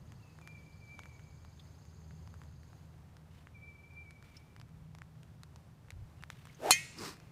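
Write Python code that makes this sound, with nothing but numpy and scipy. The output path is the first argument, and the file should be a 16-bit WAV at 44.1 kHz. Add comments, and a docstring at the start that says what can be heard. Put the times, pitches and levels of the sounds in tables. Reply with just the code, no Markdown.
"""A golf drive in light rain

Rain ticks on a nearby umbrella, two birds sing in echoing pines and a far engine drones.
Near the end a golf club swishes down, stirring the air, and cracks the ball off the tee.
Its hollow head rings, the club swishes round again and the shaft thumps on the shoulders."""
import sys
import numpy as np
from scipy import signal
from scipy.fft import rfft, irfft, next_fast_len
from scipy.io import wavfile
from scipy.ndimage import map_coordinates

SR = 44100
rng = np.random.default_rng(int(sys.argv[2]) if len(sys.argv) > 2 else 0)


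def materialize(psi):
    """Save the field psi as 16-bit PCM at rate SR to the path in sys.argv[1].

    A 1-D psi becomes a single channel; in a 2-D psi each row is a channel.
    """
    bounded = np.clip(np.atleast_2d(psi).T, -1, 1)
    quanta = np.round(bounded * 32767).astype(np.int16)
    wavfile.write(sys.argv[1], SR, quanta)


N = 322723

# The engine's firing tone and the tone an octave above: time_s, firing_db, octave_db
ENGINE_LEVELS = [(0.0, -58, -69), (0.59, -71.5, -59.5), (1.24, -62.5, -75), (2.16, -55, -57),
                 (2.44, -53.5, -68.5), (2.65, -59, -61), (4.48, -66, -71), (4.81, -68.5, -54.5),
                 (5.87, -66, -73), (6.32, -65, -61.5), (7.32, -76, -62)]
# A colour says how strong the lows and highs of a noise are next to each other.
# Colours of the far rumble and of rain on grass and trees: frequency_hz, relative_db
RUMBLE_COLOUR = [(12, -49.5), (20, -20.5), (60, -4.5), (97, 2), (147, 1), (178, -7.5), (253, -18.5),
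                 (300, -21.5), (390, -52.5), (660, -120)]
DRIZZLE_COLOUR = [(110, -42), (180, -8), (270, -11.5), (570, -16.5), (930, -18), (1600, -24), (3000, -30),
                  (6000, -34), (10000, -38.5), (15000, -40.5), (17000, -45.5)]
# Loudness of the drizzle and of the bird's trill: time_s, level_db
DRIZZLE_LEVELS = [(0, -65), (2.5, -66.5), (4.7, -67), (6.1, -66), (7.32, -63.5)]
TRILL_LEVELS = [(0, -77), (1, -74.5), (2, -74), (2.8, -77), (2.88, -110)]
# The two parts of a trill syllable: share_of_syllable, pitch_hz, relative_db
TRILL_SWEEP = [(0, 3590, -41), (.03, 3764, -9.5), (.16, 4585, 1.5), (.27, 5085, -5.5), (.4, 5084, -12),
               (.46, 4740, -49)]
TRILL_CHIP = [(.6, 6440, -42), (.66, 6325, 0), (.75, 6394, -1), (.79, 7360, 0), (.85, 6730, -1),
              (.92, 6490, -2), (.98, 6390, -41)]
# How long the pines' echo takes to fade by 60 dB: frequency_hz, fade_s
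ECHO_FADES = [(300, 0.67), (2300, 1.56), (5000, 1.03), (12000, 0.44)]
# The clearest drops on the umbrella: start_s, thud_db, snap_strength_db, pitch_hz
CLEAR_DROPS = [(0.12, -50, -57.5, 1100), (0.387, -44, -67, 1340), (0.413, -48, -61.5, 1060),
               (0.474, -36, -55, 1980), (0.991, -35.5, -50, 1145), (1.034, -42, -57, 1810),
               (1.056, -44, -58, 1360), (1.194, -50, -64, 1900), (1.448, -47.5, -62, 914),
               (1.852, -55, -64, 1000), (2.108, -49, -67, 1480), (2.274, -50.5, -59.5, 910),
               (2.34, -41, -62, 1310), (2.416, -44.5, -62, 1160), (2.435, -53, -61, 1390),
               (2.632, -48.5, -68, 1680), (2.73, -48, -72, 1300), (3.167, -48.5, -61.5, 1310),
               (3.47, -42.5, -61.5, 1690), (4.107, -56, -57, 1344), (4.225, -47, -62, 1330),
               (4.563, -43.5, -61, 1610), (4.598, -49, -57.5, 980), (4.613, -46.5, -55, 1140),
               (4.949, -46, -55.5, 915), (4.985, -45.5, -57.5, 1240), (5.018, -36, -59, 1600),
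               (5.231, -51, -58, 1570), (5.433, -49, -50.5, 1530), (5.559, -45, -56.5, 900),
               (5.884, -51, -72, 1620), (5.904, -35, -44, 1460), (5.919, -50, -64, 1550),
               (6.224, -42, -58, 1580), (6.236, -30.5, -51.5, 1740), (6.301, -31, -47, 1670),
               (6.453, -44, -56, 1090), (6.47, -48, -57.5, 1020), (7.168, -54, -62, 1280),
               (7.2, -52, -61, 1150)]
# Colour of a bursting drop: frequency_hz, relative_db
SNAP_COLOUR = [(300, -28), (1500, 8), (3000, 0.5), (7000, -4), (11000, -14), (16000, -25)]
# Brief rings: drips on the umbrella, and last a high ring as the club finishes: start_s, level_db, pitch_hz
BRIEF_RINGS = [(1.594, -46, 3430), (4.345, -56, 2200), (4.366, -42, 5330), (4.368, -54, 2850),
               (6.206, -52.5, 2790), (6.495, -47, 2140), (6.545, -51, 6270), (6.984, -35, 5090)]
# A faint falling note before the bird's whistles: time_s, pitch_hz, level_db
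OPENING_NOTE = [(.2, 2850, -81), (.24, 2660, -71), (.3, 2590, -72), (.35, 2480, -86)]
# Whistled notes, in pairs: start_s, length_s, peak_after_s, pitch_hz, level_db, droop_hz
BIRD_NOTES = [(.41, 0.24, .1, 2330, -55.5, 27), (.8, .22, .14, 2310, -58, 79),
              (3.538, 0.233, 0.1295, 2300, -52.5, 15), (3.9, 0.23, 0.094, 2322, -55, 73)]
# Moves of the golfer's jacket: start_s, hold_s, level_db
JACKET_MOVES = [(3.31, .1, -73), (4.244, .1, -71), (6.172, 0.017, -76), (6.304, 0.4, -68.5)]
# Colours of the jacket and of a wind puff: frequency_hz, relative_db
JACKET_COLOUR = [(500, -33), (1200, 0), (3000, 0), (5000, -8), (12000, -17)]
WIND_COLOUR = [(20, -17), (55, -2), (110, 2), (170, -21), (300, -75)]
# Passes of the club: fastest_s, rise_s, fall_s, top_pitch_hz, whistle_db, hiss_lag_s, hiss_db
CLUB_PASSES = [(6.684, .11, .06, 771, -33.5, .022, -41.5), (7.025, 0.1, 0.16, 332.6, -47.5, 0.029, -45)]
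# Hiss of the falling club, then of club and jacket at the finish: frequency_hz, relative_db
DOWNSWING_COLOUR = [(530, -23), (900, -5.5), (1130, -12.5), (1450, -13.5), (2390, -18.5), (13500, -31),
                    (15600, -38)]
FINISH_COLOUR = [(240, -31), (400, -5.5), (650, -14), (1100, -3.5), (2200, -12), (3300, -16), (4900, -8),
                 (6200, -15), (8700, -17), (11300, -26.5), (13200, -24), (15600, -32)]
# The club face's crack and the duller hiss that dies last: frequency_hz, relative_db
CRACK_COLOUR = [(700, -41), (1200, -15.5), (2500, -7.5), (3300, -18.5), (4200, -7.5), (5500, -6),
                (9000, -7.5), (13000, -14.5), (15600, -19)]
CRACK_TAIL_COLOUR = [(1500, -25), (2300, 1), (4500, -3.5), (7500, -8), (11000, -25)]
# Tones of the hollow head, swelling as it turns to the listener: pitch_hz, level_db, fade_s, swell_s
HEAD_TONES = [(1766, -35.5, 0.4, 0.03), (1910, -35, .3, 0.0248), (2066, -26, 0.29, .015),
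              (2443, -24, 0.24, 0.0044), (2600, -27, 0.13, 0.006), (3083, -20.5, 0.12, 0.0085),
              (3460, -23.5, .06, 0.0078), (4140, -14, 0.059, 0.0013), (4350, -20, 0.076, 0.0033),
              (4500, -23, 0.093, 0.0079), (5460, -24, 0.089, 0.012), (6260, -24, 0.16, 0.0098),
              (6340, -24, 0.078, .016), (6595, -11, .07, 0.014), (6850, -12.5, 0.072, 0.015),
              (7370, -24.5, 0.052, 0.0021), (8150, -26.5, 0.087, 0.0088), (9070, -26, 0.053, .002),
              (9500, -28.5, .06, 0.014), (10130, -19.5, 0.069, .012), (12500, -26, 0.025, 0.00091)]


def amp(db):
    """Turns decibels into a number to multiply by."""
    return 10 ** (np.asarray(db) / 20)


def unit(x):
    """Scales a sound to an average power of 1."""
    return x / np.sqrt(np.mean(x ** 2) + 1e-20)


def along(points, hz):
    """Reads between the rows of a frequency table, giving octaves about equal room."""
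    frequencies, values = np.transpose(points)
    return np.interp(np.log(hz + 1), np.log(frequencies + 1), values)


def curves(rows):
    """Turns each column after the time into one value per sample."""
    times, *columns = np.transpose(rows)
    return [np.interp(np.arange(N) / SR, times, column) for column in columns]


def wobble(rate):
    """A smooth curve through `rate` random values a second."""
    return map_coordinates(rng.standard_normal(int(N * rate / SR) + 4), [np.arange(N) * rate / SR])


def swell(start_s, hold_s, db, rise_s, fall_s):
    """Loudness that climbs 40 dB per rise_s, holds from start_s, then sinks 40 dB per fall_s."""
    t = np.arange(N) / SR - start_s
    return amp(db - 40 * np.maximum(0, np.maximum(-t / rise_s, (t - hold_s) / fall_s)))


def filtered(x, response):
    """Turns each frequency up or down by response(hz)."""
    size = next_fast_len(len(x) + 8192)
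    return irfft(rfft(x, size) * response(np.fft.rfftfreq(size, 1 / SR)), size)[:len(x)]


def noise(colour, size=N):
    """Noise of the given colour, with power 1."""
    return unit(filtered(rng.standard_normal(size), lambda hz: amp(along(colour, hz))))


def tone(hz):
    """A pure tone of power 1 that follows a pitch curve."""
    return np.sqrt(2) * np.sin(2 * np.pi * np.cumsum(hz) / SR)


def breathy_tone(hz, width_hz):
    """A narrow band of noise that follows a pitch curve."""
    phase = 2 * np.pi * np.cumsum(hz) / SR
    return unit(wobble(width_hz) * np.cos(phase) + wobble(width_hz) * np.sin(phase))


def ring(db, hz, fade_s):
    """A short rough ring that starts softly and loses 60 dB in fade_s."""
    t = np.arange(SR // 8) / SR
    drift = .021 * np.sqrt(hz / 50) * rng.standard_normal(len(t)).cumsum()
    return np.sin(2 * np.pi * hz * t + drift) * amp(db - 60 * t / fade_s) * (1 - np.exp(-t / .0032))


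def add(track, start_s, sound):
    """Mixes a short sound into a track."""
    part = track[round(start_s * SR):][:len(sound)]
    part += sound[:len(part)]


def far_engine():
    """An engine fires in a wavering drone; a rumble gently follows its louder tone."""
    firing_db, octave_db = curves(ENGINE_LEVELS)
    firing_hz = 78.8 + .5 * wobble(1.5)
    firing = amp(firing_db + 1.8 * wobble(6.9)) * tone(firing_hz)
    octave = amp(octave_db + 2.2 * wobble(8.8)) * tone(2 * firing_hz)
    louder_db = np.maximum(firing_db, octave_db)
    rumble_db = -57 + .28 * (louder_db - louder_db.mean()) + 1.5 * wobble(6)
    return firing + octave + amp(rumble_db) * noise(RUMBLE_COLOUR)


def drizzle():
    """Fine rain on grass and trees blends into an even hiss."""
    return amp(curves(DRIZZLE_LEVELS)[0] + .7 * wobble(9)) * noise(DRIZZLE_COLOUR)


def trilling_bird():
    """A bird repeats one syllable: a rising sweep, then a high chip."""
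    t = np.arange(N) / SR
    share = (14.16 * t - .15 * t ** 2 - .115) % 1  # about 14 syllables a second, slowing a little
    out, trill_db = 0, curves(TRILL_LEVELS)[0]
    for shape, part_db, echo_db in (TRILL_SWEEP, 0, -1.5), (TRILL_CHIP, -2, 2.5):
        at, hz, db = np.transpose(shape)
        level_db = trill_db + part_db + np.interp(share, at, db)
        flutter_db = 1.2 * wobble(14) + 1.5 * wobble(150)
        note = amp(level_db + flutter_db) * tone(np.interp(share, at, hz))
        out += note + amp(echo_db) * pine_echo(note)
    return out


def pine_echo(sound):
    """The trees scatter sound back; each frequency dies at its own speed."""
    hz, t, spectrum = signal.stft(rng.standard_normal(SR), SR, nperseg=256)
    fade = amp(-60 * t / along(ECHO_FADES, hz)[:, None])
    tail = signal.istft(spectrum * fade, SR, nperseg=256)[1]
    return signal.fftconvolve(sound, tail / np.linalg.norm(tail))[:N]


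def drop(thud_db, snap_strength_db, hz):
    """The fabric dents, swings back harder and settles; the drop bursts in a bright snap."""
    t = np.arange(700) / SR
    cycles = t * hz
    thud = np.sin(2 * np.pi * cycles) * cycles ** 2 * amp(thud_db + 27.5 - 31.3 * cycles)
    snap = noise(SNAP_COLOUR, len(t)) * (amp(-60 * t / .0032) + amp(-20 - 60 * t / .035))
    return thud + amp(snap_strength_db - 7) * np.roll(unit(snap), 12)


def umbrella_rain():
    """Clear drops and brief rings land at set times, many faint drops at random."""
    out = np.zeros(N)
    for start_s, *settings in CLEAR_DROPS:
        add(out, start_s + .000896, drop(*settings))
    for when, faintness, brightness, pitch in rng.random((235, 4)):
        thud_db = min(-70 - 4 * np.log(faintness + 1e-4), -56)
        add(out, when * N / SR, drop(thud_db, thud_db - 21 + 8 * brightness, hz=700 * 4 ** pitch))
    for start_s, db, hz in BRIEF_RINGS:
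        add(out, start_s, ring(db, hz, fade_s=.04))
    return out


def whistling_bird(slide_hz=223, slide_s=.0115, arch_hz=45.4, arch_db=9.5, arch_s=.04, edge_s=.014):
    """A far bird's fluttering notes: each slides down, arches up in pitch and loudness, then droops."""
    t = np.arange(N) / SR
    flutter, waver = wobble(30), wobble(40)
    hz, db = curves(OPENING_NOTE)
    out = amp(db + 2.5 * flutter) * breathy_tone(hz, width_hz=130) * (db > OPENING_NOTE[0][2])
    for start_s, length_s, peak_after_s, pitch_hz, level_db, droop_hz in BIRD_NOTES:
        age_s = np.clip(t - start_s, 0, length_s)
        arch = np.exp(-((age_s - peak_after_s) / arch_s) ** 2)
        hz = pitch_hz + slide_hz * np.exp(-age_s / slide_s) + arch_hz * arch
        hz -= droop_hz * (age_s / length_s) ** 3
        edges = np.clip(np.minimum(age_s, length_s - age_s) / edge_s, 0, 1)
        out += edges * amp(level_db + arch_db * (arch - 1) + 3.8 * flutter) * tone(hz + 8 * waver)
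    return out + amp(-7) * pine_echo(out)


def far_hum():
    """A faint, far hum comes and goes."""
    loudness = swell(start_s=1.85, hold_s=.38, db=-74, rise_s=.2, fall_s=.3)
    return loudness * breathy_tone(hz=np.full(N, 405), width_hz=90)


def jacket_rustle():
    """The jacket rustles each time the golfer moves."""
    moves = sum(swell(*move, rise_s=.021, fall_s=.32) for move in JACKET_MOVES)
    return moves * amp(2.7 * wobble(140)) * noise(JACKET_COLOUR)


def wind_puff():
    """Wind hits the microphone in one low puff."""
    return swell(start_s=5.94, hold_s=.111, db=-47, rise_s=.054, fall_s=.04) * noise(WIND_COLOUR)


def club_speed(fastest_s, rise_s, fall_s):
    """The club speeds up from 0 to 1, then slows again."""
    t = np.arange(N) / SR - fastest_s
    return np.exp(-(t / np.where(t < 0, rise_s, fall_s)) ** 2)


def club_swishes(whistle_power=4.7, hiss_power=3.93):
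    """Air swirls off shaft and head: more speed makes a higher, louder whistle and more hiss."""
    hz, loudness, hiss = 0, 0, 0
    for club_pass, colour in zip(CLUB_PASSES, (DOWNSWING_COLOUR, FINISH_COLOUR)):
        fastest_s, rise_s, fall_s, top_pitch_hz, whistle_db, lag_s, hiss_db = club_pass
        speed = club_speed(fastest_s, rise_s, fall_s)
        hz += top_pitch_hz * speed
        loudness += amp(whistle_db) * speed ** whistle_power
        late_speed = club_speed(fastest_s + lag_s, rise_s + lag_s, fall_s - lag_s)
        hiss += late_speed ** hiss_power * amp(hiss_db + 1.5 * wobble(400)) * noise(colour)
    whistle = breathy_tone(hz, width_hz=300)
    whistle += amp(-6) * breathy_tone(.6 * hz, width_hz=300)
    whistle += amp(-17.5) * breathy_tone(2.1 * hz, width_hz=900)
    return hiss + loudness * whistle


def ball_strike(start_s=6.7074, glide_hz=140, glide_s=.06):
    """The club brushes the tee, the ball squashes in one low pulse, the face cracks, the head rings."""
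    blow, head, t = np.zeros(N), np.zeros(N), np.arange(SR // 2) / SR
    tee = amp(-29.5 - 60 * t / .0044) * np.sin(2 * np.pi * 2800 * t)
    squash = amp(4 - 60 * t / .0039) * np.sin(2 * np.pi * 990 * t) * (1 - np.exp(-(t / .00065) ** 2))
    crack = noise(CRACK_COLOUR, len(t)) * (amp(-14 - 60 * t / .015) + amp(-23 - 60 * t / .093))
    crack += noise(CRACK_TAIL_COLOUR, len(t)) * amp(-41.5 - 60 * t / .49)
    add(blow, start_s - .0014, tee)
    add(blow, start_s + .0002, crack)
    # As the head flies on, each of its tones glides up and blurs.
    glide = np.cumsum(glide_hz * (1 - np.exp(-(t / glide_s) ** 2))) / SR
    for hz, db, fade_s, swell_s in HEAD_TONES:
        blur = .046 * np.sqrt(hz / 4000) * rng.standard_normal(len(t)).cumsum()
        loudness = amp(db - 60 * t / fade_s) * (1 - np.exp(-(t / swell_s) ** 3))
        add(head, start_s, loudness * np.sin(2 * np.pi * (hz * t + glide) + blur))
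    echo = pine_echo(amp(-18) * blow + amp(-32) * head)
    add(blow, start_s, squash)  # this pulse gets no echo
    return blow + head + echo


def shoulder_thump():
    """The shaft lands across the golfer's shoulders."""
    out = np.zeros(N)
    add(out, start_s=7.018, sound=ring(db=-30, hz=373, fade_s=.035))
    return out


def scene():
    """Adds all the sounds into one channel."""
    outdoors = far_engine() + drizzle() + trilling_bird() + umbrella_rain() + whistling_bird()
    outdoors += far_hum() + wind_puff()
    golfer = jacket_rustle() + club_swishes() + ball_strike() + shoulder_thump()
    return (outdoors + golfer)[None]


def record(dry, top_hz=15450):
    """The microphone cuts off the very highest sounds."""
    return filtered(dry[0], lambda hz: 1 / (1 + (hz / top_hz) ** 80))[None]


dry = scene()
out = record(dry)
materialize(out)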